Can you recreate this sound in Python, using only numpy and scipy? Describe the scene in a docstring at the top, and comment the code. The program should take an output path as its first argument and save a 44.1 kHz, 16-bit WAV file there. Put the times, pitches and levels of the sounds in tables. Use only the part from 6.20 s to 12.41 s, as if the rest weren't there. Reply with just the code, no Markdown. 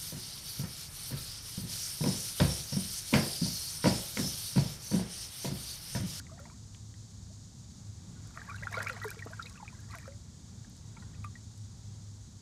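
"""Water laps and splashes against a floating toy hull in an outdoor pool.
Trapped air resonates as bubbles, each a damped sine that glides in pitch. Droplet impacts tick,
and swarms of small bubbles fizz as froth and spray while the water is stirred.
Hull, pool wall and water scatter short echoes. Behind it all a pump hums over the rumble
of far traffic and air, and insects hiss in the trees."""
import sys
import numpy as np
from scipy import signal
from scipy.fft import rfft, irfft
from scipy.io import wavfile

SR = 44100
rng = np.random.default_rng(int(sys.argv[2]) if len(sys.argv) > 2 else 0)


def dump_mix(stems):
    """Bounce the given channels to the path in sys.argv[1] as a 16-bit WAV at rate SR."""
    frames = np.atleast_2d(stems).T  # one column per channel
    limited = np.clip(frames, -1, 1)  # hard clip at full scale
    pcm = np.round(limited * 32767).astype(np.int16)
    wavfile.write(sys.argv[1], SR, pcm)


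N = 273861

# far traffic and air: frequency_hz, relative_density_db
RUMBLE_SPECTRUM = [(13, -48), (22, -27), (53, -7), (78, -1.5), (103, -3), (129, -5.5), (190, -8),
                   (249, -14.5), (270, -20), (471, -30), (512, -30.5), (556, -33), (804, -31.5),
                   (2600, -41), (3000, -40.5), (3900, -34), (6600, -120)]
# insect hiss: frequency_hz, relative_density_db
INSECT_SPECTRUM = [(1590, -64), (2700, -18), (3650, -7.5), (4190, -4.5), (4510, -1.5), (5190, -3),
                   (6810, 1.5), (8360, -6.5), (11000, -20.5), (14500, -26.5), (15600, -32)]
# level of the low hum as it beats with the rumble: time_s, level_db
HUM_LEVELS = [(0.0, -51.5), (0.3, -57), (0.65, -51.5), (1.55, -62.5), (1.68, -45.5), (2.04, -54.5),
              (2.2, -65), (2.35, -49.5), (2.55, -47), (3.39, -52), (4.0, -58), (4.55, -54), (4.81, -47.5),
              (5.3, -49), (5.6, -57), (5.72, -49.5), (6.21, -48)]
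# stirring of the water, as the level of its froth: time_s, level_db
FROTH_LEVELS = [(0.0, -74), (0.14, -76), (0.2, -70), (0.31, -68), (0.42, -85), (1.9, -84.5), (2.1, -67.5),
                (2.2, -59.5), (2.3, -57.5), (2.38, -62), (2.44, -53), (2.5, -55.5), (2.55, -45),
                (2.62, -48), (2.7, -52.5), (2.75, -54.5), (2.85, -55.5), (2.95, -59), (3.2, -59.5),
                (3.35, -65), (3.45, -66.5), (3.68, -69.5), (3.74, -56), (3.8, -63), (3.87, -64),
                (3.97, -81), (4.72, -82), (4.78, -76), (5.05, -75), (5.14, -84), (6.21, -90)]
# strength of small bubbles by pitch: pitch_hz, relative_level_db
FROTH_SPECTRUM = [(350, -12.5), (600, -12), (1300, 2.5), (2200, 3), (2800, -4.5), (4000, 1), (6000, -25)]
SPRAY_SPECTRUM = [(5000, -3), (15000, -12.5)]
# droplets hitting the surface: start_s, peak_db, centre_hz
DROPLET_IMPACTS = [(0.1984, -47, 9400), (2.0737, -45, 8510), (2.105, -54, 12500), (2.1655, -50, 9950),
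                   (2.2987, -48, 8330), (2.362, -44, 8200), (2.432, -50, 9500), (2.5142, -51, 12800),
                   (2.525, -37.5, 7900), (2.5451, -45, 8150), (2.5676, -49, 9860), (2.5935, -53, 9120),
                   (2.621, -40, 8500), (2.6287, -31, 7940), (2.6703, -49, 11500), (2.6844, -35.5, 8240),
                   (2.697, -41, 9000), (2.73, -46, 11000), (2.826, -45, 12800), (2.8436, -34, 12900),
                   (2.853, -40, 11000), (2.8818, -41, 8150), (2.904, -28.5, 10100), (2.932, -48, 10000),
                   (2.9901, -47, 8360), (3.051, -46, 8280), (3.114, -49, 9020), (3.2264, -43, 8360),
                   (3.258, -47, 8460), (3.296, -40, 7950), (3.3263, -53, 8330), (3.6033, -48, 9690),
                   (3.709, -43, 7950), (3.7209, -50, 9300), (3.7539, -41, 8330), (3.7847, -41, 9510),
                   (3.8212, -51, 8110), (3.8775, -47, 8830), (4.4972, -50, 13000), (4.566, -43.5, 8560),
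                   (5.0456, -45, 8000), (5.3772, -46, 8030)]
# ringing bubbles and plops, plus the short high rings of droplet ticks:
# start_s, pitch_hz, peak_db, swell_ms, t60_ms, glide_per_s (share of pitch)
WATER_RINGS = [(0.0, 1580, -40.5, 8.9, 5.3, -24), (0.0674, 2160, -46, 0.2, 16, -17),
               (0.0966, 1100, -50.5, 0.2, 28, 23), (0.1149, 626, -53, 0.3, 210, 2.5),
               (0.1182, 1200, -55, 3.0, 29, 9), (0.176, 760, -52, 11, 22, -3.5),
               (0.176, 1640, -57, 2.0, 66, 24), (0.192, 1365, -45.5, 0.33, 28, -1),
               (0.1985, 543, -49.5, 1.3, 240, 2), (0.2543, 1010, -49.5, 0.7, 34, -15),
               (0.2546, 1960, -47.5, 0.2, 22, 28), (0.262, 620, -56, 10, 58, 18.5),
               (0.299, 2180, -56, 1.0, 20, 18), (0.31, 930, -58, 5.0, 90, 8),
               (0.299, 1260, -46.5, 11, 5.8, 0), (0.5474, 3200, -41, 0.12, 3, -3),
               (0.548, 2080, -56, 0.3, 10, 2), (0.74, 3300, -53, 0.2, 7, 0),
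               (0.7409, 1860, -51.5, 0.2, 7.2, 13), (1.1007, 557, -58.5, 2.4, 67, 14),
               (1.963, 1475, -59.5, 0.2, 120, -0.5), (2.16, 609, -58.5, 5.0, 670, 6),
               (2.1614, 1330, -52, 1.1, 191, -1.5), (2.174, 1310, -31.5, 0.56, 12, -8),
               (2.1745, 1800, -35, 0.19, 7.3, 2), (2.193, 1720, -44, 1.0, 24, 10),
               (2.2166, 1680, -36.5, 11, 7.5, -5), (2.2752, 1620, -48, 1.0, 53, 8),
               (2.285, 1102, -43, 11, 68, 2.5), (2.295, 2450, -43, 2.1, 56, -5),
               (2.2956, 1440, -42, 0.6, 35, -6), (2.3115, 1120, -40.5, 11, 39, 20.5),
               (2.344, 1456, -39, 0.26, 87, 6.5), (2.362, 3950, -44.5, 0.4, 6.4, 3),
               (2.383, 2730, -46.5, 2.0, 20, 1), (2.421, 571, -51, 2.0, 110, 0),
               (2.425, 1670, -39, 1.3, 29, -4), (2.4336, 2070, -33, 1.1, 14, -17),
               (2.4706, 1485, -25.5, 11, 7.8, -18), (2.452, 804, -48, 2.0, 70, -1.5),
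               (2.515, 724, -49.5, 3.0, 71, -3), (2.5272, 1710, -34, 11, 13, 5),
               (2.5408, 2106, -31, 11, 16, 14), (2.5431, 1080, -37, 0.15, 27, 16),
               (2.545, 3840, -45.5, 0.8, 75, 6), (2.5524, 956, -40, 0.4, 190, 16),
               (2.569, 4350, -38, 1.9, 5.7, 38), (2.5706, 1358, -31.5, 0.15, 90, 4.5),
               (2.571, 486, -35.5, 1.3, 80, 8.5), (2.575, 653, -39, 11, 30, -1.5),
               (2.5808, 2030, -39, 0.2, 66, 5), (2.59, 542, -50, 8.0, 360, 1),
               (2.6027, 1470, -30, 0.3, 18, 3), (2.6054, 1760, -28, 0.27, 13, 2),
               (2.6094, 1260, -35, 0.7, 100, 20), (2.618, 1700, -36, 0.27, 16, 0),
               (2.616, 4550, -49, 0.2, 55, 6), (2.625, 5340, -46.5, 3.7, 22, -5.5),
               (2.6619, 1104, -34.5, 12.4, 43, 37), (2.6701, 2175, -27, 0.17, 33, 20.5),
               (2.6708, 5100, -41, 0.7, 6.4, -3), (2.6931, 2440, -34.5, 11, 9.3, 40),
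               (2.697, 1920, -29, 0.16, 10, 2), (2.696, 4050, -39, 0.2, 7, -2),
               (2.6975, 1420, -27, 0.4, 20, -8), (2.7011, 548, -44, 14, 83, -4),
               (2.7239, 5200, -46.5, 4.9, 7.6, -12), (2.73, 4300, -41, 1.7, 7, -17),
               (2.7641, 2000, -44.5, 11, 21, 14), (2.766, 1800, -43, 1.1, 21, -7),
               (2.7677, 744, -43, 0.2, 58, -1), (2.8004, 4220, -47.5, 4.6, 7.6, -15),
               (2.8155, 1830, -46, 11, 47, 7.5), (2.816, 1385, -35.5, 2.2, 16, -16),
               (2.8286, 1904, -38.5, 2.2, 61, 4), (2.837, 3780, -37.5, 0.18, 4.7, 46),
               (2.8418, 1440, -39.5, 0.2, 79, -1), (2.8454, 1035, -30, 0.34, 15, -17),
               (2.8471, 1800, -39, 11, 12, 0), (2.851, 440, -34.5, 0.87, 124, -2.5),
               (2.8767, 1530, -39, 11, 21, 16), (2.883, 5270, -43, 0.4, 7, 1),
               (2.8912, 2295, -42, 0.2, 57, 6.5), (2.904, 3970, -43, 0.3, 7, 21),
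               (2.9128, 1390, -38.5, 11, 20, 21), (2.9688, 427, -46.5, 0.2, 65, 6),
               (2.991, 3520, -47, 0.2, 7, 4), (2.992, 2360, -41.5, 11, 11, -9),
               (3.023, 1890, -36.5, 1.6, 21, -2), (3.0609, 414, -41, 0.97, 40, 15),
               (3.063, 283, -44.5, 2.0, 45, -6), (3.0635, 666, -42, 11, 11, 36),
               (3.0712, 1190, -40.5, 0.2, 29, 18), (3.1028, 585, -51.5, 2.1, 110, 7.5),
               (3.1312, 1020, -50, 0.2, 69, -2), (3.133, 1550, -37, 0.64, 25, -4),
               (3.192, 1430, -43.5, 11, 28, 10), (3.196, 1372, -32, 0.96, 45, -3.5),
               (3.2244, 4870, -36.5, 1.1, 3.6, -7), (3.2286, 3870, -38, 0.15, 14, -8),
               (3.245, 500, -57, 4.6, 110, -0.5), (3.2567, 2140, -44.5, 0.35, 34, 7),
               (3.261, 4050, -38.5, 1.4, 5.6, -11), (3.268, 2600, -41.5, 0.84, 22, -12),
               (3.356, 1390, -51, 1.1, 32, 14), (3.3728, 1180, -53, 9.6, 42, 1.5),
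               (3.3764, 2710, -47, 0.2, 28, -7), (3.4004, 946, -46, 0.3, 73, 7.5),
               (3.427, 882, -40, 2.1, 45, -7), (3.448, 2550, -57, 1.0, 20, -2),
               (3.453, 1220, -56, 3.0, 50, 4), (3.4789, 2350, -36, 11, 7.2, 13),
               (3.5262, 970, -53.5, 11, 41, 5), (3.55, 2080, -57, 1.5, 19, -6),
               (3.589, 1590, -56.5, 0.2, 61, 5), (3.63, 1720, -60, 1.3, 54, -1),
               (3.7003, 1114, -53, 0.2, 230, 5), (3.7094, 4350, -42.5, 0.2, 9.1, -15),
               (3.711, 2490, -55, 1.0, 33, -3), (3.719, 2180, -48.5, 0.2, 75, -12.5),
               (3.7394, 1130, -40, 0.2, 42, -11), (3.7478, 723, -53, 3.3, 150, -4),
               (3.7492, 1940, -34.5, 0.2, 5.2, 38), (3.751, 1600, -42.5, 0.2, 28, -15.5),
               (3.786, 2190, -40.5, 0.4, 6.4, 43), (3.8001, 1880, -52, 0.2, 41, -12),
               (3.8275, 1750, -51, 0.7, 29, 10), (3.84, 2355, -55, 2.0, 29, 1),
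               (3.8557, 1293, -48.5, 0.5, 79, 4), (3.878, 538, -41.5, 0.24, 210, 1),
               (3.879, 1490, -42, 0.2, 8, 0), (3.922, 2150, -55, 0.5, 27, -5),
               (4.4458, 1730, -52.5, 0.7, 16, -9), (4.7645, 952, -53.5, 0.88, 74, -5.5),
               (4.7687, 2260, -47.5, 0.3, 19, -6), (4.772, 1310, -49, 0.2, 37, 6),
               (4.8, 4180, -54, 1.0, 14, 3), (4.8216, 1950, -57, 0.2, 71, -4),
               (4.8244, 1400, -51, 0.18, 32, 8), (4.825, 994, -57, 0.9, 60, 4),
               (4.9345, 1670, -60.5, 1.9, 47, 17), (4.9479, 2500, -56, 0.4, 19, 9),
               (5.0419, 2340, -41.5, 3.4, 8.2, 24), (5.045, 2040, -43, 0.31, 9, 5),
               (5.045, 1215, -36, 0.38, 77, -1.5), (5.1545, 1924, -45, 0.3, 37, -1)]


def amp(db):
    """Amplitude ratio of a level in decibels."""
    return 10 ** (np.asarray(db) / 20)


def unit_rms(x):
    """Normalisation to unit power."""
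    return x / np.sqrt(np.mean(x ** 2) + 1e-20)


def in_time(curve):
    """Linear interpolation of a level curve at every sample."""
    return np.interp(np.arange(N) / SR, *np.transpose(curve))


def at_hz(spectrum, hz):
    """Interpolation of a spectrum on a log-frequency axis."""
    frequency_hz, level_db = np.transpose(spectrum)
    return np.interp(np.log(hz), np.log(frequency_hz), level_db)


def drift(rate_hz):
    """Low-pass filtered noise: a slow random fluctuation of rms 1."""
    pole = np.exp(-80 * np.pi * rate_hz / SR)
    slow = signal.lfilter([1], [1, -2 * pole, pole * pole], rng.standard_normal(N // 40 + 2002))[2000:]
    return np.interp(np.arange(N) / 40, np.arange(len(slow)), unit_rms(slow))


def coloured(spectrum):
    """Spectral shaping of white noise, at rms 1."""
    hz = np.maximum(np.arange(N // 2 + 1) * SR / N, 1)
    return unit_rms(irfft(rfft(rng.standard_normal(N)) * amp(at_hz(spectrum, hz)), N))


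def rumble():
    """Incoherent sources, far traffic and air, sum to a low noise."""
    return amp(-50 + 1.03 * drift(1.1)) * coloured(RUMBLE_SPECTRUM)


def insects(fade_db_per_s=0.3):
    """Many insects sum incoherently to a hiss, which flickers and slowly fades."""
    level_db = -59 - fade_db_per_s * np.arange(N) / SR + 0.62 * drift(17)
    return amp(level_db) * coloured(INSECT_SPECTRUM)


def pump(pitch_hz=103.17):
    """A low hum under random amplitude modulation and slight frequency modulation."""
    phase = 2 * np.pi * np.cumsum(pitch_hz + 1.31 * drift(3.57)) / SR
    waver = 1 + 0.56 * drift(5.1)
    return np.sqrt(2) * amp(in_time(HUM_LEVELS)) * waver * np.sin(phase)


def echoes(sound, level_db=-13.5, t60_s=0.059):
    """Scattering from hull, pool wall and water: convolution with a dull, decaying noise."""
    t = np.arange(round(.15 * SR)) / SR
    tail = signal.lfilter(*signal.butter(1, 3500, fs=SR), rng.standard_normal(len(t)))
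    tail *= amp(-60 * t / t60_s) * np.minimum(t / 0.0033, 1)
    tail /= np.sqrt(np.sum(tail ** 2))
    return amp(level_db) * signal.fftconvolve(sound, tail)[:N]


def add_ring(out, start_s, pitch_hz, peak_db, swell_ms, t60_ms, glide_per_s):
    """A damped oscillator with gliding pitch, as of a bubble nearing the surface."""
    start = round(start_s * SR)
    length = round((t60_ms + swell_ms) * SR / 1000) + 9
    t = np.arange(min(length, N - start)) / SR
    swell = 1 - np.exp(-1000 * t / max(swell_ms, .05))
    envelope = swell * amp(-60000 * t / t60_ms)
    phase = 2 * np.pi * pitch_hz * (t + glide_per_s * t * t / 2)
    out[start:start + len(t)] += amp(peak_db) * envelope / envelope.max() * np.sin(phase)


def swarm(level_db, spectrum, low_hz, high_hz, ring_cycles, glide_per_s, per_s, spread_db, calm_db=-84):
    """Superposition of small random bubbles, born only while the level is above calm."""
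    out = np.zeros(N)
    stirred = level_db > calm_db
    draws = rng.random((12000, 5))[:round(per_s * N / SR)]
    for moment, pitch, strength, ring, rise in draws:
        if stirred[int(moment * N)]:
            hz = low_hz * (high_hz / low_hz) ** pitch
            db = at_hz(spectrum, hz) - spread_db * np.log(strength + 0.0067)   # a few are much louder
            t60_ms = 1000 * ring_cycles * (.5 + ring) / hz
            add_ring(out, moment * (N - 99) / SR, hz, db, 600 / hz, t60_ms, glide_per_s * (3 * rise - 1))
    return amp(level_db) * out / np.sqrt(np.mean(out[stirred] ** 2))


def spray(rise_s=.045, t60_s=0.11):
    """Tiny bubbles resonate high; their fizz follows the stirring and flares around each droplet."""
    t = np.arange(N) / SR
    envelope = amp(-73 + 0.62 * (in_time(FROTH_LEVELS) + 67))   # less steep than the froth
    for start_s, peak_db, _ in DROPLET_IMPACTS:
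        flare_db = -60 * np.where(t < start_s, (start_s - t) / rise_s, (t - start_s) / t60_s)
        envelope += amp(peak_db - 26 + flare_db)
    return swarm(20 * np.log10(envelope), SPRAY_SPECTRUM, low_hz=4580, high_hz=16100,
                 ring_cycles=12, glide_per_s=0, per_s=1900, spread_db=4.5)


def froth():
    """Air entrainment: stirred water fizzes with small ringing bubbles."""
    return swarm(in_time(FROTH_LEVELS), FROTH_SPECTRUM, low_hz=380.6, high_hz=5930,
                 ring_cycles=47, glide_per_s=7.5, per_s=1300, spread_db=3.0)


def droplets():
    """Impact noise: a snap inside a short burst, then a weaker spit as the splash crown falls back."""
    out = np.zeros(N)
    t = np.arange(400) / SR
    burst = np.minimum(t / 0.00097, 1) * amp(-60 * np.maximum(t - .0008, 0) / 0.0052)
    burst += amp(-15) * np.interp(t - .0025, t, burst, left=0)   # the spit
    for start_s, peak_db, centre_hz in DROPLET_IMPACTS:
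        noise = rng.standard_normal(len(t))
        noise[burst.argmax()] = 2.13   # the snap
        band = signal.butter(2, [.55 * centre_hz, min(1.35 * centre_hz, 14500)], "band", fs=SR)
        tick = signal.lfilter(*band, noise * burst)
        out[round(start_s * SR):][:len(t)] += amp(peak_db) * tick / np.abs(tick).max()
    return out


def water_rings():
    """Damped resonance: trapped air rings and plops as bubbles, and droplet ticks ring short and high."""
    out = np.zeros(N)
    for ring in WATER_RINGS:
        add_ring(out, *ring)
    return out


def scene():
    """Superposition of the water, its echoes and the background in one channel."""
    water = water_rings() + droplets() + froth() + spray()
    return (water + echoes(water) + pump() + rumble() + insects())[None]


def record(dry, dip_hz=2750, dip_width_hz=680, dip_db=-2, cutoff_hz=15700):
    """Frequency response: a dip from the microphone housing, then a steep low-pass."""
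    dip_band = signal.lfilter(*signal.iirpeak(dip_hz, dip_hz / dip_width_hz, fs=SR), dry)
    heard = dry - (1 - amp(dip_db)) * dip_band
    return signal.sosfilt(signal.cheby2(20, 60, cutoff_hz, fs=SR, output="sos"), heard)


dry = scene()
out = record(dry)
dump_mix(out)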